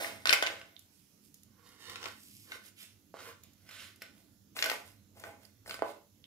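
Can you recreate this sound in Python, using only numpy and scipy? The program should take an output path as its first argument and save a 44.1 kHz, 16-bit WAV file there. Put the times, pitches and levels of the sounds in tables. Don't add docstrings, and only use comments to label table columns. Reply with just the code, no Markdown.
import sys
import numpy as np
from scipy import signal
from scipy.fft import irfft
from scipy.io import wavfile
from scipy.ndimage import uniform_filter1d, map_coordinates

SR = 44100
rng = np.random.default_rng(int(sys.argv[2]) if len(sys.argv) > 2 else 0)


def file_out(sig):
    cols = np.atleast_2d(sig).T
    lim = np.clip(cols, -1, 1)
    pcm = np.round(lim * 32767).astype(np.int16)
    wavfile.write(sys.argv[1], SR, pcm)


N = 276258

# (frequency [Hz], level [dB], t60 [s])
PLATE_MODES = [(1060, -6, 0.012), (1330, -9.5, .015), (1350, -3.5, 0.076), (1523, 18.5, 0.041),
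               (1837, 18, 0.011), (2077, 16.5, 0.019), (2439, 13.5, 0.0036), (2750, -1.5, 0.015),
               (2980, -3.5, 0.019), (3475, 6.5, 0.0042), (3726, -21.5, 0.0085), (4850, -17.5, 0.016),
               (5500, -49, 0.0078), (6060, -31, 0.006)]
# (frequency [Hz], level [dB], t60 [s])
BOWL_MODES = [(329, -6.5, 0.17), (437, -10, 0.088), (460, 1.5, 0.035), (582, 7, 0.067), (671, 15.5, 0.024),
              (753, 7.5, 0.02), (825, 6.5, 0.038), (972, 6, 0.033), (1112, -2, .015)]


def gain_of(db):
    return 10 ** (np.asarray(db) / 20)


def evened(x):
    return x / np.sqrt(np.mean(x ** 2) + 1e-20)


def read(points, hz):
    f, value = np.transpose(points)
    return np.interp(np.log(hz + 1), np.log(f + 1), value)


def mix_likeness(left, other, same):
    return np.array([left, same * left + np.sqrt(1 - same ** 2) * other])


def room_tone():
    # (frequency [Hz], relative level [dB per Hz])
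    noise_colour = [(20, -26.5), (40, -15.5), (55, -3), (75, -9.5), (130, -4), (170, -2), (280, -5.5),
                    (420, -12), (700, -20.5), (960, -23), (1400, -21.5), (2500, -22.5), (5000, -21.5),
                    (7500, -22), (8600, -32), (11000, -18), (16000, -22)]
    # (frequency [Hz], likeness [-1 to 1])
    likeness = [(30, 0.2), (60, 1), (300, 0.81), (700, 0.26), (2000, 0.092), (12000, .2)]
    # (frequency [Hz], left-right [dB])
    balance = [(100, 3), (500, -5.5), (1500, 1.5), (3000, -3.5), (6000, -13), (14000, 1.5)]
    # (centre [Hz], half-width at 1/e amplitude [Hz], relative level [dB])
    hum_bands = [(97.3, 13, -0.5), (204, 13.47, -3.5), (279.8, 40, -5), (340, 23.75, -16)]
    # (time [s], level [dB])
    hum_level = [(0.0, -61), (0.5, -66), (1.049, -74.5), (2.498, -67.5), (3.202, -71.5), (4.498, -69),
                 (5.301, -66.5), (6.26, -74)]
    noise_db, patch_db = -68, 2.2

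    frames, hz = N // 1024 + 5, np.fft.rfftfreq(4096, 1 / SR)
    a, b, c, d, patches = rng.standard_normal((frames, 2049, 5)).T
    patches = uniform_filter1d(uniform_filter1d(patches, 40, 0), 4, 1)
    same = np.clip(read(likeness, hz), -1, 1)[:, None]
    spectra = mix_likeness(a + 1j * b, c + 1j * d, same)
    sides = np.array([1, -1])[:, None]
    spectra *= gain_of(sides * read(balance, hz) / 2)[:, :, None]

    hum_power = 0
    for centre_hz, width_hz, db in hum_bands:
        band = evened(np.exp(-((hz - centre_hz) / width_hz) ** 2))
        hum_power = hum_power + (gain_of(db) * band) ** 2
    frame_s = (np.arange(frames) * 1024 - 2048) / SR
    hum_gain = gain_of(np.interp(frame_s, *np.transpose(hum_level)))
    noise = gain_of(noise_db) * evened(gain_of(read(noise_colour, hz)))
    power = hum_power[:, None] * hum_gain ** 2 + noise[:, None] ** 2
    spectra *= np.sqrt(power) * gain_of(patch_db * evened(patches))
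    tone = signal.istft(spectra, nperseg=4096, noverlap=3072)[1][:, 2048:N + 2048]
    return np.sqrt(power.mean()) * evened(tone)


def kitchen_echo(x):
    # (frequency [Hz], t60 [s])
    decay = [(300, 0.44), (700, 0.34), (1500, 0.34), (3000, 0.33), (6000, 0.33), (12000, 0.091)]
    # (frequency [Hz], relative level [dB])
    colour = [(300, 7.5), (1000, 14), (2500, 14), (5000, 11), (10000, 16.5)]
    # (frequency [Hz], likeness [0-1])
    likeness = [(300, 0.99), (700, 0.22), (1500, 0.083), (4000, 0.062)]

    taps = np.zeros((2, SR))
    at = np.arange(200, SR - 20, 20) + rng.integers(0, 20, (2, (SR - 201) // 20))
    np.put_along_axis(taps, at, rng.choice([-1., 1.], at.shape), 1)
    hz, t, spectra = signal.stft(taps, SR, nperseg=256)
    same = np.clip(read(likeness, hz), 0, 1)[:, None]
    spectra = mix_likeness(spectra[0], spectra[1], same)
    t60 = read(decay, hz)[:, None]
    level_db = read(colour, hz)[:, None] - 60 * t / t60
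    tail = signal.istft(spectra * gain_of(level_db), SR, nperseg=256)[1]
    return signal.fftconvolve(x[None], tail / np.linalg.norm(tail[0]), axes=1)[:, :N]


def near_reflections(x):
    latest_ms, step_db = 4.0, -9.52
    taps = np.zeros((2, 400))
    at = (10 + rng.random((2, 9)) * latest_ms / 1000 * SR).astype(int)
    np.put_along_axis(taps, at, gain_of(step_db) * rng.choice([-1., 1.], at.shape), 1)
    taps = np.diff(taps, prepend=0)
    taps[:, 0] = 1
    return signal.oaconvolve(x, taps, axes=1)[:, :N]


def two_ports(x, pan_db):
    # (time [s], delay of the left port [ms])
    left_delay = [(.5, -0.21), (.75, 0.36), (1.25, -0.24), (1.75, .1), (2.75, 0.19), (3.25, -0.074),
                  (3.75, -0.047), (4.25, 0.07), (4.6, -0.15), (6.2, -.12)]
    t = np.arange(N) / SR
    delay_samples = np.interp(t, *np.transpose(left_delay)) / 1000 * SR
    left = map_coordinates(x, [np.arange(N) - delay_samples], order=3)
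    return np.array([left * gain_of(pan_db / 2), x * gain_of(-pan_db / 2)])


def ring(modes, heights=1):
    hz, db, t60 = np.transpose(modes)[:, :, None]
    t = np.arange(4096) / SR
    return (heights * gain_of(db - 60 * t / t60) * np.sin(2 * np.pi * hz * t)).sum(0)


def plate_halves(heights):
    split_hz = 2150
    deep = (np.transpose(PLATE_MODES)[0] < split_hz)[:, None]
    return np.diff(ring(PLATE_MODES, heights * deep)), np.diff(ring(PLATE_MODES, heights * ~deep))


def rasp_colour():
    # (frequency [Hz], relative level [dB per Hz])
    rasp = [(1470, -31), (2500, -12.5), (3040, -13), (3600, -13), (3860, -16), (5190, -8), (6110, -13.5),
            (11900, -8), (14800, -15), (16000, -18)]
    spectrum = gain_of(read(rasp, np.fft.rfftfreq(256, 1 / SR)))
    return np.fft.fftshift(irfft(spectrum)) * np.hanning(256)


def slips(chatter_db, hiss):
    slips_per_s, spread_db = 4500, 5.5
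    sizes = gain_of(spread_db * np.minimum(rng.exponential(1, N), 5)) * rng.choice([-1, 1], N)
    train = evened(sizes * (rng.random(N) < slips_per_s / SR)) + hiss * rng.standard_normal(N)
    waver = evened(uniform_filter1d(rng.standard_normal(N), 400))
    return evened(train * gain_of(chatter_db * waver))


def pressure(start, rise, hold, fall):
    rise_curve, fall_db = 1.08, 33
    rise, fall = abs(rise) + 0.00066, abs(fall) + 1e-3
    t = np.arange(N) / SR - start
    growth = np.clip(t / rise, 0, 1) ** rise_curve
    return growth * gain_of(-fall_db * np.maximum(t - rise - abs(hold), 0) / fall)


def strokes():
    # (start [s], rise [s], hold [s], fall [s], deep plate modes [dB], bright plate modes [dB],
    #  bowl [dB], rasp [dB], left-right [dB])
    edge_strokes = [(0.0, 0.0017, 0.027, 0.29, -43, -49.5, -42.5, -45, -2.5),
                    (0.251, 0.043, 0.044, 0.24, -43, -53, -44.5, -43.5, 6),
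                    (0.417, 0.0046, 0.059, .3, -46.5, -53, -49.5, -78, -2),
                    (2.456, 0.064, 0.027, .15, -61.5, -72, -67, -61, -7),
                    (2.611, 0.044, 0.029, 0.048, -71.5, -69, -74.5, -61.5, -11),
                    (2.753, 0.052, 0.014, 0.17, -75.5, -56, -73, -54.5, -5.5),
                    (3.171, 0.048, 0.08, 0.086, -63, -67, -64, -61, -4),
                    (3.427, 0.0064, .02, 0.24, -83.5, -71, -77, -72, -5),
                    (3.543, 0.17, .04, .08, -70.5, -80, -72, -67, -1),
                    (3.653, 0.081, 0.11, 0.17, -59.5, -55.5, -68, -60.5, -6),
                    (4.0, 0.018, 0.007, 0.21, -66, -60.5, -67, -69, -7),
                    (4.126, 0.041, .03, 0.25, -79.5, -78, -74.5, -70.5, -8),
                    (4.548, 0.021, 0.041, 0.068, -75.5, -49, -50.5, -46, 2.1),
                    (4.624, 0.0085, 0.095, .16, -51, -54, -44.5, -47.5, -1.5),
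                    (4.83, 0.036, 0.018, 0.15, -68.5, -74, -69.5, -63.5, -13.5),
                    (5.141, 0.038, 0.047, .1, -64, -72.5, -59.5, -62, 1),
                    (5.235, 0.0076, 0.018, 0.2, -55.5, -81, -49.5, -60, -0.5),
                    (5.387, 0.043, .02, .14, -72, -77.5, -73, -68.5, -11.5),
                    (5.645, 0.04, 0.037, 0.18, -66, -68, -55, -52.5, 0.5),
                    (5.826, 0.034, 0.047, 0.13, -63, -62.5, -52, -64.5, -9)]
    # (start [s], rise [s], hold [s], fall [s], level [dB], left-right [dB])
    rustles = [(0.776, 0.011, 0.027, 0.27, -69, 5.5), (0.905, 0.022, 0.019, 0.87, -72.5, -16),
               (1.201, 0.045, 0.023, .1, -70, -12), (1.335, .008, 0.021, 0.19, -69.5, -5),
               (1.404, 0.035, 0.024, 0.12, -79.5, -2.1), (1.618, 0.036, .02, 0.22, -67.5, -8),
               (1.776, 0.033, 0.064, .12, -66, -9.5), (2.03, 0.05, 0.099, .2, -68, -13),
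               (2.135, 0.084, 0.24, 0.13, -60.5, -4)]
    # (time [s], low bands [dB], high bands [dB])
    slides = [
        [(1.45, -89, -93), (1.58, -78.5, -94), (1.665, -66.5, -66), (1.77, -69, -70.5), (1.83, -63.5, -56.5),
         (1.92, -55, -54.5), (2.0, -60, -59.5), (2.065, -47.5, -60), (2.2, -95, -68.5)],
        [(2.43, -83, -83), (2.48, -64.5, -66.5), (2.515, -58, -77), (2.545, -54, -61), (2.6, -76, -76),
         (2.68, -80, -82)],
        [(3.138, -74, -81), (3.146, -57, -73), (3.2, -53.5, -67), (3.23, -59, -72), (3.29, -50.5, -68),
         (3.38, -83, -84)],
    ]
    # (frequency [Hz], level [dB], t60 [s])
    slide_low = [(357, 11, 0.017), (472, 3, 0.047), (827, 3, 0.0087), (1082, 7.5, 0.012),
                 (1380, -1.5, 0.025)]
    # (frequency [Hz], level [dB], t60 [s])
    slide_high = [(1820, 17.5, 0.014), (2056, 6.5, 0.035), (2850, 17, 0.0058), (3690, 6, 0.035),
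                  (4240, 5, 0.016), (4770, -6.5, 0.046), (5320, -3.5, 0.063), (6030, -34.5, 0.0098),
                  (7420, -32, 0.018)]
    damping_t60_s = 0.026

    rows = list(edge_strokes)
    for *shape, db, pan_db in rustles:
        rows.append((*shape, -np.inf, -np.inf, -np.inf, db, pan_db))
    rows = np.array(rows)
    power = np.array([pressure(*row[:4]) for row in rows]) ** 2
    body_power = gain_of(rows[:, 4:8]) ** 2
    levels = np.sqrt(body_power.T @ power)
    weight = body_power.sum(1)
    pan_db = (weight * rows[:, 8]) @ power / (weight @ power + 1e-30)

    t, slide_levels = np.arange(N) / SR, np.zeros((2, N))
    for times, *columns in map(np.transpose, slides):
        slide_levels += gain_of([np.interp(t, times, db, left=-np.inf, right=-np.inf) for db in columns])

    held = gain_of(-60 * np.arange(4095) / SR / damping_t60_s)
    deep, bright = held * plate_halves(1)
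    drive, out = slips(chatter_db=0.5, hiss=1.0), np.zeros(N)
    bodies = (deep, bright, ring(BOWL_MODES), rasp_colour(),
              np.diff(ring(slide_low)), np.diff(ring(slide_high)))
    for level, body in zip([*levels, *slide_levels], bodies):
        out += signal.oaconvolve(level * drive, body / np.linalg.norm(body))[:N]
    return out, pan_db


def knocks():
    # (time [s], bright plate modes [dB], deep plate modes [dB], bowl [dB], tick [dB], left-right [dB])
    wood_knocks = [(0.046, -50, -36.5, -59, -86, 15), (0.2565, -29, -28.5, -39.5, -41, 0.5),
                   (0.272, -26, -44, -63, -42, -3), (0.2939, -18.5, -45, -59, -48, 8.5),
                   (0.3058, -37, -24, -44, -31.5, -5), (0.328, -19.5, -32, -32.5, -32, 10),
                   (0.3331, -31.5, -23, -37, -38, -11.5), (0.3393, -46, -28, -49, -35, 11),
                   (0.4253, -29, -26.5, -28, -43, 4.5), (0.4358, -45, -44.5, -51, -53, -20),
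                   (0.4651, -30.5, -44, -56, -49, 7), (0.471, -36.5, -43, -51, -61, -15),
                   (0.5013, -59, -61, -40, -74, -1), (0.615, -50, -59, -56, -63, 1),
                   (1.8972, -46.5, -60, -70, -51, 10), (1.958, -41.5, -56, -74, -63, 8),
                   (2.029, -49, -56, -69, -63, 16), (2.041, -44, -51, -49.5, -54, 4),
                   (2.0573, -41.5, -45, -49, -61, 12.5), (2.0843, -49, -47, -57, -52, -1),
                   (2.5194, -42.5, -40, -51, -62.5, 3.5), (3.141, -76.5, -61, -42, -72, -1),
                   (3.691, -59, -54, -62.5, -57, -4), (4.0198, -46, -46, -54, -49, 2),
                   (4.566, -46, -43.5, -62, -51, 9), (4.585, -53, -43.5, -59, -54, 7),
                   (4.5901, -37, -41, -60, -51, -7), (4.6252, -25, -34.5, -66, -39, 7.5),
                   (4.6421, -29, -49, -60, -40, 2), (4.6589, -46, -31, -55, -38.5, 2),
                   (4.6989, -32.5, -37.5, -57, -42.5, 12.5), (4.7153, -57, -32, -32.5, -50, 2),
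                   (5.238, -79, -43, -49.5, -73, 6), (5.661, -67, -53, -56.5, -68, 6),
                   (5.6771, -60, -56, -55, -54, -0.5), (5.6955, -46.5, -44, -47.5, -49, 5.5),
                   (5.7097, -37.5, -51, -50, -60, 0), (5.7423, -51, -42.5, -47, -50, -1),
                   (5.7921, -57.5, -47.5, -45.5, -67.5, 1), (5.8218, -55, -43, -23.5, -58, -3)]
    # (time [s], level [dB], pitch [Hz], left-right [dB])
    crumb_ticks = [(0.7654, -52.5, 3580, -11), (0.7926, -61.5, 6060, -36), (1.3424, -56.5, 6550, -4),
                   (1.4329, -63, 6600, -10.5), (1.6896, -63, 5600, -3), (2.661, -59, 6700, 11),
                   (3.4354, -56.5, 6840, -4), (3.5337, -67.5, 6800, -4.5), (3.96, -63, 7000, -1),
                   (5.1977, -55.5, 7000, 4), (5.452, -62, 4710, -16), (6.2411, -54, 3330, -5.5)]
    knock_tick_hz, knock_pitched_share = 4246, 0.61
    knock_ping_s, crumb_ping_s = 0.00024, 0.00034
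    crumb_ring_db, pure_below_hz = -13, 3940
    chatter, chatter_t60_s, crumb_chatter = 0.22, 0.011, 0.25
    spot_spread_db, pan_limit_db = 2.5, 16

    rows = [(*row, knock_tick_hz, knock_pitched_share, knock_ping_s) for row in wood_knocks]
    for s, db, hz, pan_db in crumb_ticks:
        pitched = min((pure_below_hz / hz) ** 2, 1)
        rows.append((s, db + crumb_ring_db, -np.inf, -np.inf, db, pan_db, hz, pitched, crumb_ping_s))

    out, pan, t = np.zeros(N + 4096), np.zeros(N), np.arange(4096) / SR
    draws = rng.standard_normal((len(rows), 300 + len(PLATE_MODES) + len(BOWL_MODES)))
    heights_all = gain_of(spot_spread_db * draws[:, 300:, None])
    contacts = chatter * draws[:, :300] * gain_of(-60 * t[:300] / chatter_t60_s)
    contacts[len(wood_knocks):] *= crumb_chatter
    contacts[:, 0] = 1
    crack = evened(np.pad(rasp_colour()[100:], (0, 4096 - 156)))

    for k in np.argsort([row[0] for row in rows]):
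        s, bright_db, deep_db, bowl_db, tick_db, pan_db, hz, pitched, ping_s = rows[k]
        heights, contact = heights_all[k], contacts[k]
        tone = evened(np.sin(2 * np.pi * hz * t) * t * np.exp(-t / ping_s))
        tick = pitched * tone + (1 - pitched) * crack
        touch, push = np.convolve(contact, np.hanning(8)), np.hanning(20)
        deep, bright = plate_halves(heights[:len(PLATE_MODES)])
        bowl = ring(BOWL_MODES, heights[len(PLATE_MODES):])
        parts = ((bright_db, touch, bright), (deep_db, touch, deep),
                 (bowl_db, push, bowl), (tick_db, contact, tick))
        for db, force, body in parts:
            sound = signal.fftconvolve(force, body)[:4095]
            out[round(s * SR):][:4095] += gain_of(db) * sound / np.std(sound[:200])
        pan[max(round(s * SR) - 40, 0):] = np.clip(pan_db, -pan_limit_db, pan_limit_db)
    return out[:N], pan


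def scene():
    knock_echo_db, stroke_echo_db = -4.5, -4
    blows, blow_pan_db = knocks()
    rubs, rub_pan_db = strokes()
    echo = kitchen_echo(gain_of(knock_echo_db) * blows + gain_of(stroke_echo_db) * rubs)
    work = near_reflections(two_ports(blows, blow_pan_db)) + two_ports(rubs, rub_pan_db) + echo
    high_pass = signal.butter(4, 330, "high", fs=SR, output="sos")
    return signal.sosfilt(high_pass, work) + room_tone()


def record(dry):
    # (frequency [Hz], left-right [dB])
    port_balance = [(100, -9), (300, -3.5), (700, -2.5), (1500, -2)]
    band_limit_hz = 15700
    hz = np.linspace(0, SR / 2, 513)
    pair = [signal.firwin2(1023, hz, gain_of(side * read(port_balance, hz) / 2), fs=SR) for side in (1, -1)]
    heard = signal.oaconvolve(dry, np.array(pair), "same", axes=1)
    low_pass = signal.firwin(511, band_limit_hz, window=("kaiser", 9), fs=SR)
    return signal.oaconvolve(heard, low_pass[None], "same")


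dry = scene()
out = record(dry)
file_out(out)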